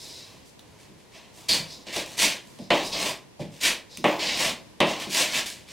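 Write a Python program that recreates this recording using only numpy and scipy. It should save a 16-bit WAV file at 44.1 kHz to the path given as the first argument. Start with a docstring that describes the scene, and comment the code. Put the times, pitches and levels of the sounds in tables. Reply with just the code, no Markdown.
"""A faint wet drag over quiet house air, then a steel trowel knocking and rasping in a small, bare bathroom.
The loaded blade spreads mortar on cement board: random grain clicks, coloured by spectra, hiss in its strokes.
Blows on the hollow wall ring sine modes of wall and blade and a dense clack; snapping grains are noise bursts.
Hard walls add a brief echo, and two close microphones behind the worker hear it all."""
import sys
import numpy as np
from scipy import signal
from scipy.io import wavfile

SR = 44100
rng = np.random.default_rng(int(sys.argv[2]) if len(sys.argv) > 2 else 0)


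def generate_wav(sig):
    """Save sig (samples, or channels by samples) to the path in sys.argv[1] as 16-bit PCM at SR."""
    pcm = np.round(np.clip(np.atleast_2d(sig).T, -1, 1) * 32767).astype(np.int16)
    wavfile.write(sys.argv[1], SR, pcm)


N = 252252
T = np.arange(N) / SR

# Blade and hand meeting the wall. Each row: time in seconds, level in dB, treble corner in Hz (low is soft),
# weight as extra bass in dB, level of the tick at first touch in dB.
KNOCKS = [(0.892, -34.5, 296, 16.5, -57), (1.503, -16.5, 337, 10.5, -60), (1.585, -20, 148, 23.5, -63),
          (1.868, -31, 1200, 15.5, -25), (1.962, -12.5, 850, -6, -5.5), (2.588, -24.5, 760, 0, -27),
          (2.593, -15.5, 246, 12.5, -60), (2.7039, 0.5, 4500, -1.5, -8.5), (3.394, -20, 815, 14, -33),
          (3.4, -8.5, 166, 16.5, -60), (3.98, -18.5, 320, 9, -58), (4.0417, 2, 2690, -0.5, -9.5),
          (4.8032, 0.5, 4540, 5.5, -2), (5.068, -17.5, 360, 13, -36)]


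def amp(db):
    """Decibels to gain."""
    return 10 ** (np.asarray(db) / 20)


def unit(x):
    """Scales to rms 1."""
    return x / np.sqrt(np.mean(x ** 2) + 1e-20)


def read(points, hz):
    """Reads a table on a log-frequency axis."""
    f, value = np.transpose(points)
    return np.interp(np.log(hz + 1), np.log(f + 1), value)


def add(mix, s, sound):
    """Lays a sound into the mix at time s, in seconds."""
    part = mix[round(s * SR):][:len(sound)]
    part += sound[:len(part)]


def colour(x, points, size=4096):
    """Causal minimum-phase filter of energy 1 with the given spectrum."""
    hz = abs(np.fft.fftfreq(size, 1 / SR))
    log_gain = np.log(amp(read(points, hz)))
    response = np.exp(np.conj(signal.hilbert(log_gain)))
    taps = np.fft.ifft(response).real[:size // 2]
    return signal.oaconvolve(x, taps / np.linalg.norm(taps))[:len(x)]


def cut(x, hz, kind, order=2):
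    """Low-pass or high-pass."""
    sections = signal.butter(order, min(hz, SR / 2 - 1), kind, fs=SR, output="sos")
    return signal.sosfilt(sections, x)


def room_air():
    """The low, slowly wavering background of the house: coloured noise with a drifting level."""
    # Spectrum of the air. Each row: frequency in Hz, level in dB per Hz.
    air_spectrum = [(15, -40), (25, -16), (50, -4.5), (110, 2), (220, 0), (463, -4), (796, -10),
                    (988, -7.5), (1300, -16.5), (1900, -13), (4500, -17), (11000, -25.5), (16000, -38)]
    waver = amp(1.2 * unit(cut(rng.standard_normal(N), 2.1, "low")))
    return amp(-54.5) * waver * colour(rng.standard_normal(N), air_spectrum)


def tail(t60_factor, size=32768):
    """Dense reflections of energy 1, each band dying at its own speed."""
    # Decay of the hard-walled room, before t60_factor. Each row: frequency in Hz, time to fall 60 dB in seconds.
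    room_t60 = [(150, 0.51), (550, 0.43), (1400, 0.4), (3700, 0.3), (10000, 0.26), (16000, 0.27)]
    hz, t, bands = signal.stft(rng.choice([-1., 1.], size), SR, nperseg=256)
    t60 = t60_factor * read(room_t60, hz)[:, None]
    ring = signal.istft(bands * amp(-60 * t / t60), SR)[1]
    return ring / np.linalg.norm(ring)


def room(x, direct_db, wet_db, count=8):
    """Direct sound and the quick, dense echo of hard walls, crossfading through several echo patterns."""
    out = amp(direct_db) * x
    for k in range(count):
        # 70 patterns a second take their turn, each with a cosine rise and fall
        place = (T * 70 - k + 1) % count - 1
        share = np.cos(np.pi / 2 * np.clip(place, -1, 1))
        delay = np.zeros(round(.003 * SR))
        echo = np.concatenate([delay, tail(0.81)])
        out = out + amp(wet_db) * signal.oaconvolve(x * share, echo)[:N]
    return out


def grains(per_s, size_db, clump_db, clump_hz):
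    """Sand grains catching and letting go: clicks of uneven size that come in clumps."""
    sizes = amp(size_db * np.minimum(rng.exponential(1, N), 4))
    caught = rng.random(N) < per_s / SR
    clicks = rng.choice([-1., 1.], N) * sizes * caught
    clumps = unit(cut(rng.standard_normal(N), clump_hz, "low"))
    return unit(clicks * amp(clump_db * clumps))


def stroke(attack, hold, fade, size=49152):
    """Pressure of one stroke: lean in, hold, lift off. Also the time from the end of the attack."""
    ease_in = 1.78  # the hand leans in along a quarter sine raised to this power
    sag_db_per_s = 8  # the pressure slackens from the end of the attack onwards
    t = np.arange(size) / SR - attack
    lean = np.sin(np.pi / 2 * np.clip(1 + t / attack, 0, 1)) ** ease_in
    lift_db = -60 * np.maximum(t - hold, 0) / fade
    sag_db = -sag_db_per_s * np.maximum(t, 0)
    return lean * amp(lift_db + sag_db), t


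def pressure(strokes, extra_column=None, slope_db_per_s=0):
    """Strength of all strokes in time; a column of extra dB, drifting through each stroke, may weight them."""
    power = np.zeros(N)
    for row in strokes:
        start, attack, hold, fade, db = row[:5]
        shape, t = stroke(attack, hold, fade)
        extra_db = 0 if extra_column is None else row[extra_column]
        strength = shape * amp(db + extra_db + slope_db_per_s * t)
        add(power, max(start, 0), strength ** 2)
    return np.sqrt(power + 1e-16)


def smearing():
    """Wet paste under the flat of the blade gives a finer, narrower hiss."""
    # Flat of the blade sliding on paste. Each row: start, attack and hold in seconds,
    # fade over 60 dB in seconds (sag apart), level in dB.
    smears = [ (0, 0.001, 0.18, 0.6, -42.5), (1.484, 0.0072, 0.007, 0.15, -24),
              (1.64, 0.08, 0.011, 0.37, -41), (2.57, 0.042, .02, 0.33, -49.5),
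              (2.81, 0.057, .005, 0.11, -32.5), (2.905, .025, .005, 0.43, -30),
              (3.88, 0.045, .04, .6, -45.5), (4.19, 0.0039, 0.15, 0.6, -32)]
    # Spectrum of the paste. Each row: frequency in Hz, level in dB per Hz.
    paste_spectrum = [(150, -6.5), (500, -2), (1300, -23), (2200, -10), (3100, -9.5), (3900, 4.5),
                      (4400, 0), (5100, 3.5), (5800, -3), (7000, -8.5), (9000, -13.5), (16000, -26.5)]
    drive = grains(per_s=12000, size_db=0.5, clump_db=2.0, clump_hz=120)
    return colour(drive * pressure(smears), paste_spectrum)


def scraping():
    """Grains hiss at the blade edge, brighter as it bites, and shake the board underneath."""
    # Strokes of the edge over sand. Each row: start, attack and hold in seconds,
    # fade over 60 dB in seconds (sag apart), level in dB,
    # then bite as extra treble and drive into the board, both in dB at the end of the attack.
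    scrapes = [ (0, 0.0033, 0.32, 1, -53.5, 13, 4.5), (.42, .05, 0.012, 0.29, -70, 19, 11),
               (.77, 0.039, .01, .3, -54.5, 4, 2), (.96, 0.032, .01, .3, -61, 4.5, -3),
               (1.1, .06, .01, 0.53, -46, -7.5, 5), (1.31, 0.087, .02, 0.59, -51.5, 6.5, 9.5),
               (1.483, 0.0056, 0.057, 0.31, -27, 5.5, 1), (1.6, 0.029, 0.2, 0.53, -65.5, -3, 20.5),
               (1.85, 0.024, 0.033, 0.35, -40.5, -10, -2), (1.9, 0.081, 0.018, 0.12, -28, -2, 1.5),
               (2.03, 0.078, 0.14, .2, -46.5, 4.5, 5), (2.165, 0.055, 0.033, 0.29, -18.5, 2.5, -1.5),
               (2.42, 0.041, 0.15, .2, -69, 19.5, -3), (2.7, 0.023, 0.077, 0.26, -30, -14, 7.5),
               (2.82, 0.034, .01, 0.24, -45, 13.5, 8), (2.915, 0.016, 0.12, 0.2, -30, -23, 7),
               (2.95, 0.098, 0.038, 0.21, -28.5, 0.5, 5), (3.388, 0.016, .005, 0.25, -42.5, -6, -1),
               (3.49, 0.068, 0.061, 0.22, -52, 4, 3), (3.597, 0.048, 0.031, 0.23, -21, 2, -2),
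               (4.044, 0.0095, 0.033, .65, -33, -24, 13.5), (4.185, 0.017, 0.21, 0.34, -27.5, -17, -1),
               (4.325, 0.12, 0.049, .11, -25.5, -1, 4), (4.81, 0.09, .01, 0.62, -30.5, -9.5, 6.5),
               (4.98, 0.038, .005, 0.21, -32, -3.5, 5), (5.075, 0.12, 0.014, 0.45, -22, 2, 1),
               (5.29, 0.091, .005, 0.18, -23.5, -2, 1), (5.452, 0.01, 0.0059, 0.41, -35, 7.5, -2.5),
               (5.65, 0.072, .01, .2, -41.5, -1.5, 1)]
    # Spectra of sand and board. Each row: frequency in Hz, level in dB per Hz.
    sand_spectrum = [(300, -17.5), (1000, -42), (1350, -14.5), (1650, -3), (2400, 2), (3400, 0),
                     (4800, -2.5), (6500, -6), (8500, -8.5), (11000, -15), (16000, -25)]
    board_spectrum = [(50, -35), (130, -7), (250, -1), (420, -3.5), (620, 2.5), (830, -4), (1050, 0.5),
                      (1350, -15), (2200, -11.5), (6000, -26)]
    dulling_db_per_s = 40  # the edge is brightest as it sets in, and dulls as paste gathers on it
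    bedding_db_per_s = 13  # and it couples more firmly to the board as it goes
    drive = grains(per_s=18000, size_db=1.0, clump_db=2.6, clump_hz=107)
    level = pressure(scrapes)
    bite = pressure(scrapes, extra_column=5, slope_db_per_s=-dulling_db_per_s) / level
    sand = colour(drive * level, sand_spectrum)
    # a second pass, backwards in time, offsets much of the first filter's phase shift
    backwards = cut(sand, 6030, "high")[::-1]
    treble = cut(backwards, 4300, "high")[::-1]
    sand = sand + treble * (bite - 1)
    push = pressure(scrapes, extra_column=6, slope_db_per_s=bedding_db_per_s)
    board = colour(drive * push, board_spectrum)
    return amp(0.67) * sand + amp(-11.5) * board


def chattering():
    """Fast stick and slip, as random clicks, rings the bending modes of the steel blade."""
    # The blade biting through to the board. Each row: start, attack and hold in seconds,
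    # fade over 60 dB in seconds (sag apart), level in dB.
    chatter_strokes = [(1.485, 0.0099, .005, 0.24, -15.5), (2.917, 0.013, .003, 0.23, -34),
                       (4.195, 0.028, 0.067, 0.26, -33)]
    # Bending modes of the blade. Each row: frequency in Hz, width in Hz, level in dB.
    blade_modes = [(3700, 290, -7.5), (4177, 56, -3), (4510, 140, 2), (4600, 120, 1), (4860, 100, -2)]
    slips = grains(per_s=10000, size_db=2, clump_db=2, clump_hz=150)
    ring = np.zeros(N)
    for k, (hz, width, db) in enumerate(blade_modes):
        b, a = signal.iirpeak(hz, hz / width, SR)
        mode = unit(signal.lfilter(b, a, slips))
        ring += amp(db) * mode * (-1) ** k  # neighbouring modes alternate in sign
    return unit(cut(ring, 5000, "low", order=6)) * pressure(chatter_strokes)


def crack(events, decay_s, size=512):
    """A brief burst of fracture noise for each (s, dB)."""
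    # Spectrum of a snapping grain. Each row: frequency in Hz, level in dB per Hz.
    snap_spectrum = [(300, 0), (1500, -11), (3000, 3.5), (6500, -4), (9000, -4), (12000, -11.5),
                     (16000, -14)]
    t, out = np.arange(size) / SR, np.zeros(N)
    for s, db in events:
        add(out, s, amp(db) * rng.standard_normal(size) * np.exp(-t / decay_s))
    return colour(out, snap_spectrum)


def ticking():
    """Single grains break brightly; the first touch of each blow is cushioned by the paste."""
    # Single sand grains snapping under the edge. Each row: time in seconds, level in dB.
    snaps = [(0.593, -27), (2.061, -18), (2.103, -31), (2.127, -29), (2.923, -26), (3.9725, -13.5),
             (5, -15), (5.46, -16)]
    first_touches = [(row[0], row[-1]) for row in KNOCKS]
    touches = cut(crack(first_touches, decay_s=0.0042), 5800, "low", order=1)
    return amp(-14.0) * (crack(snaps, decay_s=0.002) + touches)


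def knocking(size=32768):
    """Each blow rings low modes of the wall, higher modes of the blade and a dense clack; soft ones lose treble."""
    # Modes of the hollow wall, and higher up of the steel blade.
    # Each row: frequency in Hz, level in dB, time to fall 60 dB in seconds.
    struck_modes = [(121.1, -32, 1), (155.9, -12, 0.4), (195.6, -3.5, 0.28), (237.8, -6.5, 0.33),
                    (263, -13, 0.42), (309.6, -4.5, 0.5), (340, -2, 0.31), (372.6, 0, 0.22),
                    (401, -9, 0.17), (462, -2.5, 0.31), (537, -6, 0.42), (573, -2.5, 0.45), (598, 6, 0.19),
                    (680, -3.5, 0.26), (683, 3, 0.13), (840, -11, 0.65), (854, -13, 0.56), (943, -11, 0.35),
                    (1022, -4.5, 0.29), (1133, -7, 0.25), (1840, -13, 0.24), (2033, -15, 0.36),
                    (2550, -14, 0.32), (2710, -5, 0.25), (3050, -4.5, 0.27), (3580, -16, 0.34)]
    # Spectrum of the clack. 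Each row: frequency in Hz, level in dB per Hz.
    clack_spectrum = [(30, -33), (80, -30), (150, -12), (320, -8.5), (620, -1.5), (1100, -4), (1400, -15),
                      (1900, -6), (2900, -4.5), (3600, -7), (5000, -16.5), (8000, -23), (16000, -18)]
    t, out = np.arange(size) / SR, np.zeros(N)
    for s, db, corner_hz, weight_db, _ in KNOCKS:
        modes = np.zeros(size)
        for hz, level, t60 in struck_modes:
            phase = rng.random()  # in turns
            modes += amp(level - 60 * t / t60) * np.sin(2 * np.pi * (hz * t + phase))
        modes *= 1 - np.exp(-t / 0.0094)  # the bending wave takes a moment to spread over the panel
        clack = colour(amp(-8.0) * tail(0.3) + tail(1.12), clack_spectrum)
        blow = cut(amp(-22.5) * modes + amp(12.5) * clack, corner_hz, "low", order=4)
        bass = cut(blow, 155, "low", order=1)
        add(out, s, amp(db) * (blow + (amp(weight_db) - 1) * bass))
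    return out


def trowel():
    """Strokes and ticks sounding in the room, with the blows, whose dense clack rings on by itself."""
    strokes = room(scraping() + smearing() + chattering(), direct_db=-4.0, wet_db=-3.5)
    ticks = room(ticking(), direct_db=0, wet_db=-4)
    return strokes + ticks + knocking()


def microphones(source, spread, size=1025):
    """Two close microphones share a common sound; a diffuse part, shaped by spread, differs between them."""
    hz = np.linspace(0, SR / 2, size)
    taps = signal.firwin2(size, hz, amp(read(spread, hz)), fs=SR)
    mid = source()
    side = signal.oaconvolve(source(), taps, "same")  # same course in time, unrelated fine grain
    return np.array([mid + side, mid - side])


def scene():
    """Trowel work over the quiet of the house."""
    # Stereo spread of trowel and air. Each row: frequency in Hz, gain of the diffuse side part in dB.
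    trowel_spread = [(60, -14), (250, -14), (2000, -31.5), (4000, -24.5), (8000, -13.5), (12000, -2.5),
                     (16000, -11)]
    air_spread = [(30, 4), (100, -4), (400, 0.5), (2000, -3), (8000, 0.5), (16000, 0)]
    return microphones(trowel, trowel_spread) + microphones(room_air, air_spread)


def record(dry):
    """The recorder's band limit, a steep low-pass at 15.9 kHz."""
    taps = signal.firwin(511, 15900, window=("kaiser", 9), fs=SR)
    return signal.oaconvolve(dry, taps[None], "same")


dry = scene()
out = record(dry)
generate_wav(out)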